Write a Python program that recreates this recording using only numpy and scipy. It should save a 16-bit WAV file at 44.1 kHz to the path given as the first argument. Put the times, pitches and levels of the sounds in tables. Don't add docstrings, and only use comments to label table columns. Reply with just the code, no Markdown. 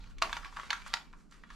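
import sys
import numpy as np
from scipy import signal
from scipy.fft import rfft, irfft, next_fast_len
from scipy.io import wavfile

SR = 44100
rng = np.random.default_rng(int(sys.argv[2]) if len(sys.argv) > 2 else 0)


def master(y):
    cut = np.clip(np.atleast_2d(y).T, -1, 1)
    pcm = np.round(cut * 32767)
    wavfile.write(sys.argv[1], SR, pcm.astype(np.int16))


N = 68355
BLOW_S = .004


def clacks(behind):
    # [(f/Hz, level/dB)]
    hits = [(0.2217, -27.5, 16, 1, 0, [(1100, 3.5), (1840, 0), (2320, -2)]),
            (0.2221, -22.5, 8, 6.5, -1, [(670, -8), (1150, -1.5), (2740, -5.5)]),
            (0.2254, -29.5, 11, 8, -3.5, [(1340, 4), (4150, -2), (6400, -10)]),
            (.3287, -29.5, -23, 0.5, -8, [(940, -3), (1650, -1), (3600, -4)]),
            (.3677, -35, 8, 4.5, -5.5, [(940, 2.5), (1420, -8.5), (1800, -3)]),
            (0.7047, -27, -4, 1, -8, [(2240, -2), (2890, -5), (4380, -1)]),
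            (0.7073, -29.5, -10, 0, 3.5, [(915, -4), (1620, 0.5), (3680, -4)]),
            (.73, -27.5, -7, -3.5, 0.5, [(1360, -1), (1600, -1), (6300, -15)]),
            (0.9388, -28, 7, 13, -8.5, [(3790, 2.5), (4500, -1.5), (5450, -4)]),
            (.9389, -26, -9.5, -1, -4, [(925, -7.5), (1380, -4), (1930, -0.5)])]
    out = np.zeros(N)
    for s, db, depth_db, bright_db, back_db, rings in hits:
        add(out, s, amp(db + back_db * behind) * blow(depth_db, bright_db, rings))
    return out * np.sqrt(BLOW_S * SR)


def taps(ring_db=-3):
    # t/s, level/dB, depth at 650 Hz/dB, brightness at 4 kHz/dB, ring of the part f/Hz
    hits = [(.041, -55.5, 1, -6, 2400), (.184, -50, -34, 11, 2280), (0.2185, -37, 1, -4, 1190),
            (.235, -35, 13, -7, 990), (0.2384, -49, 7, -13, 1130), (.244, -36, 6, -13, 980),
            (0.2943, -38, 4, -10, 1020), (0.369, -43, 0, -1, 2860), (0.3736, -41.5, -11, -9, 1375),
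            (0.377, -48, -16.5, -1, 1700), (0.432, -46, -15, -19, 1370), (.447, -41, -2, -9, 1640),
            (.456, -43.5, -3, -13, 987), (0.5258, -49, 12, -22, 954), (0.564, -46.5, 4, -6, 1150),
            (.5686, -35.5, -7, -13, 1214), (0.5747, -42, -8, -18, 1380), (.588, -41, 3.5, -26, 1104),
            (.597, -38.5, -8, -12, 1315), (.633, -44.5, 8.5, -17, 1130), (.697, -46.5, 13.5, -19, 1390),
            (.8205, -48.5, 2, 0, 2330), (0.8631, -43, 5.5, -8.5, 1200), (.867, -45.5, -3, -18, 1100),
            (0.921, -52.5, 17, -25.5, 1200), (0.934, -42, -19.5, -0.5, 1280), (.97, -40.5, 3, 2, 1450),
            (1.129, -57, -4.5, 0, 1400), (1.135, -50, -20.5, -17, 1024), (1.3117, -61, -2, 9, 7200),
            (1.3234, -56, -4, 3, 1450), (1.4364, -48, -9, -15.5, 1890), (1.503, -46.5, -13, -9.5, 1720),
            (1.5082, -50.5, 3, -9, 1290)]
    out = np.zeros(N)
    for s, db, depth_db, bright_db, part_hz in hits:
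        add(out, s, amp(db) * blow(depth_db, bright_db, [(part_hz, ring_db)]))
    return out * np.sqrt(BLOW_S * SR)


def blow(depth_db, bright_db, rings):
    t = np.arange(SR // 10) / SR
    tone = [(150, 0.0082), (380, depth_db), (650, depth_db), (950, 0), (1700, 0.0082),
            (4000, bright_db), (9000, 0.87 * bright_db)]
    body = norm(coloured(shell(), tone))
    low_cut = signal.butter(4, 760, "high", fs=SR, output="sos")
    ringing = np.zeros(len(t))
    for hz, db in rings:
        t60 = .024 / (hz / 1000) ** .45
        ring = np.sin(2 * np.pi * hz * t) * amp(-60 * t / t60)
        part = amp(db) * norm(signal.sosfilt(low_cut, ring))
        ringing += np.sign(body @ part) * part
    return norm(body + ringing)


def shell(scatter_db=4.5, detune=.012, crack_db=4.5, crack_t60_s=0.026, snap_db=-11.5):
    # f/Hz, level/dB, t60/s
    modes = [(667, -8.5, 0.007), (764, -11.5, 0.023), (961, -0.5, 0.024), (1135, -0.5, 0.038),
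             (1408, -2.5, 0.063), (1535, -4.5, 0.0067), (1800, -2, 0.014), (2294, -3.5, 0.036),
             (2970, -7.5, 0.023), (3413, -5.5, 0.038), (4430, -11, 0.017), (5350, -16, 0.0076),
             (6380, -11.5, 0.025)]
    # f/Hz, level/dB
    crack_colour = [(100, -24), (450, -26.5), (850, -6), (1500, 0.5), (3000, -1.5), (4800, -5.5),
                    (7000, -13.5), (9000, -23), (12500, -27), (15000, -55)]
    # f/Hz, level/dB
    radiation = [(120, -16.5), (480, -6.5), (630, -4.5)]
    t = np.arange(SR // 10) / SR
    hz, db, t60 = np.transpose(modes)[:, :, None]
    polarity = (-1) ** np.arange(len(modes))[:, None]
    size, shift = np.clip(rng.standard_normal((2, *hz.shape)), -1.5, 1.5)
    envelopes = amp(db + scatter_db * size - 60 * t / t60)
    ring = (polarity * envelopes * np.sin(2 * np.pi * hz * (1 + detune * shift) * t)).sum(0)
    burst = norm(rng.standard_normal(len(t)) * amp(-60 * t / crack_t60_s))
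    snap = amp(snap_db) * (t == 0)
    crack = amp(crack_db) * norm(coloured(burst + snap, crack_colour))
    return norm(coloured(norm(ring) + crack, radiation))


def scrape(contact_points=30):
    # t/s, level/dB
    envelope = [(0, -62), (.11, -65.5), (.15, -75.5), (.2, -66.5), (.31, -53), (.36, -47.5), (.39, -65.5),
                (.46, -51), (.52, -68.5), (.59, -57), (.68, -57), (.77, -52), (.84, -64), (.89, -54),
                (1.02, -61), (1.27, -101), (1.34, -65), (1.41, -74), (1.55, -62)]
    drive = slips(per_s=2200, scatter_db=5)
    rub = np.zeros(N)
    for span in np.array_split(np.arange(N), contact_points):
        add(rub, span[0] / SR, signal.fftconvolve(drive[span], shell()))
    return level(envelope) * unit(coloured(rub, [(1500, 0.018), (4000, -1.5)]))


def gloves():
    # t/s, level/dB
    envelope = [(0, -94), (.11, -66.5), (.16, -86), (.3, -58), (.35, -55.5), (.48, -72), (.52, -63),
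                (.58, -60), (.65, -59.5), (.69, -64.5), (.85, -63.5), (.88, -47.5), (.92, -93),
                (1.1, -79.5), (1.21, -68), (1.25, -77.5), (1.305, -77), (1.32, -61.5), (1.45, -81),
                (1.55, -62)]
    # f/Hz, level/dB
    cloth_colour = [(200, -50), (1200, 18.5), (3000, 4.5), (5000, 5.5), (7500, 4), (10000, -5.5),
                    (12500, -9.5), (15000, -89)]
    return level(envelope) * unit(coloured(slips(per_s=5000, scatter_db=3), cloth_colour))


def slips(per_s, scatter_db):
    slipping = rng.random(N) < per_s / SR
    direction, size = rng.standard_normal((2, N))
    return slipping * np.sign(direction) * amp(scatter_db * np.clip(size, -2, 2))


def near(x, pan_db=0.5, left_lag_s=.000011, box_db=-9.5, box_t60_s=0.022):
    m = next_fast_len(N + SR // 10)
    delay = np.exp(-2j * np.pi * np.fft.rfftfreq(m, 1 / SR) * left_lag_s)
    left = irfft(rfft(x, m) * delay, m)[:N]
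    t = np.arange(SR // 40) / SR
    box = norm(rng.standard_normal(len(t)) * amp(-60 * t / box_t60_s))
    side = amp(box_db) * signal.fftconvolve(x, box)[:N]
    return np.array([left * amp(-pan_db) + side, x * amp(pan_db) - side])


def reverb(x, positions=5):
    out = np.zeros((2, N))
    for span in np.array_split(np.arange(N), positions):
        add(out, span[0] / SR, signal.fftconvolve(x[span][None], room_tail(), axes=1))
    return out


def room_tail(tail_db=-4.5, predelay_s=0.0021, rise_s=0.0019, linger_db=-23, linger_t60_s=0.18):
    # f/Hz, t60/s
    decay = [(300, 0.43), (1100, 0.26), (3000, 0.203), (8000, 0.26), (14000, 0.32)]
    # f/Hz, level/dB
    colour = [(300, 7), (1100, -4.2), (2500, -2), (5000, -3.5), (10000, -2)]
    # f/Hz, level/dB
    room_tones = [(632, 13), (698, -1), (760, 12.5), (951, 9), (1134, 10.5), (1190, -3), (1256, 5.5),
                  (1360, 2), (1400, 7), (1521, -1), (1562, -10)]
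    hz, s, bands = signal.stft(rng.standard_normal((2, SR // 2)), SR, nperseg=256)
    band_db = along(colour, hz)[:, None] - 60 * s / along(decay, hz)[:, None]
    tail = signal.istft(bands * amp(band_db), SR, nperseg=256)[1]
    t = np.arange(tail.shape[1]) / SR
    rise = 1 - np.exp(-np.maximum(t - predelay_s, 0) / rise_s)
    tones = sum(amp(db) * np.sin(2 * np.pi * (f * t + rng.random())) for f, db in room_tones)
    ringing = norm(tones * rise * amp(-60 * t / linger_t60_s))
    return amp(tail_db) * spread(norm(tail * rise), width=0.57) + amp(linger_db) * ringing


def background(air_db=-61):
    # f/Hz, level/dB
    rumble_colour = [(15, -19.5), (30, 2), (50, -10.5), (72, -23.5), (110, -26.5), (250, -84), (800, -73)]
    # t/s, level/dB
    swell = [(0, -46.5), (.15, -48), (.38, -48), (.48, -53), (.75, -55), (.92, -52.5), (1.03, -63),
             (1.13, -50.5), (1.25, -65), (1.42, -61), (1.55, -51.5)]
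    # f/Hz, level/dB
    air_colour = [(40, 5.5), (100, -16), (150, 5), (230, 2.5), (330, -5.5), (550, -14), (1200, -24.5),
                  (3000, -46), (8000, -43), (12500, -60), (15000, -55)]
    rumble = level(swell) * noise_bed(rumble_colour, width=0.56)
    air = amp(air_db) * noise_bed(air_colour, width=0.6)
    return (rumble + air) * amp([[-.9], [.9]])


def noise_bed(colour, width):
    noise = coloured(rng.standard_normal((2, N + SR // 10)), colour)[:, -N:]
    return unit(spread(noise, width))


def amp(db):
    return 10 ** (np.asarray(db) / 20)


def unit(x):
    return x / np.sqrt(np.mean(x ** 2) + 1e-20)


def norm(x):
    return x / np.sqrt(np.sum(x ** 2, axis=-1, keepdims=True) + 1e-20)


def level(points):
    return amp(np.interp(np.arange(N) / SR, *np.transpose(points)))


def along(points, hz):
    f, v = np.transpose(points)
    return np.interp(np.log(hz + 1), np.log(f + 1), v)


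def coloured(x, points):
    m = 2 * next_fast_len(x.shape[-1])
    gain = amp(along(points, np.fft.rfftfreq(m, 1 / SR)))
    cepstrum = irfft(np.log(gain), m)
    cepstrum[1:m // 2] *= 2
    cepstrum[m // 2 + 1:] = 0
    return irfft(rfft(x, m) * np.exp(rfft(cepstrum)), m)[..., :x.shape[-1]]


def spread(pair, width):
    mid, side = pair
    return np.array([mid + width * side, mid - width * side]) / np.sqrt(1 + width ** 2)


def add(track, s, sound):
    start = max(0, round(s * SR))
    part = track[..., start:start + sound.shape[-1]]
    part += sound[..., :part.shape[-1]]


def scene():
    front, back = [clacks(behind) + taps() + scrape() + gloves() for behind in (False, True)]
    bed = background()
    return near(front) + (reverb(front) + reverb(back)) / np.sqrt(2) + bed


def record(dry):
    top_hz = 14400
    m = next_fast_len(N + SR // 10)
    passband = np.fft.rfftfreq(m, 1 / SR) < top_hz
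    return irfft(rfft(dry, m) * passband, m)[:, :N]


dry = scene()
out = record(dry)
master(out)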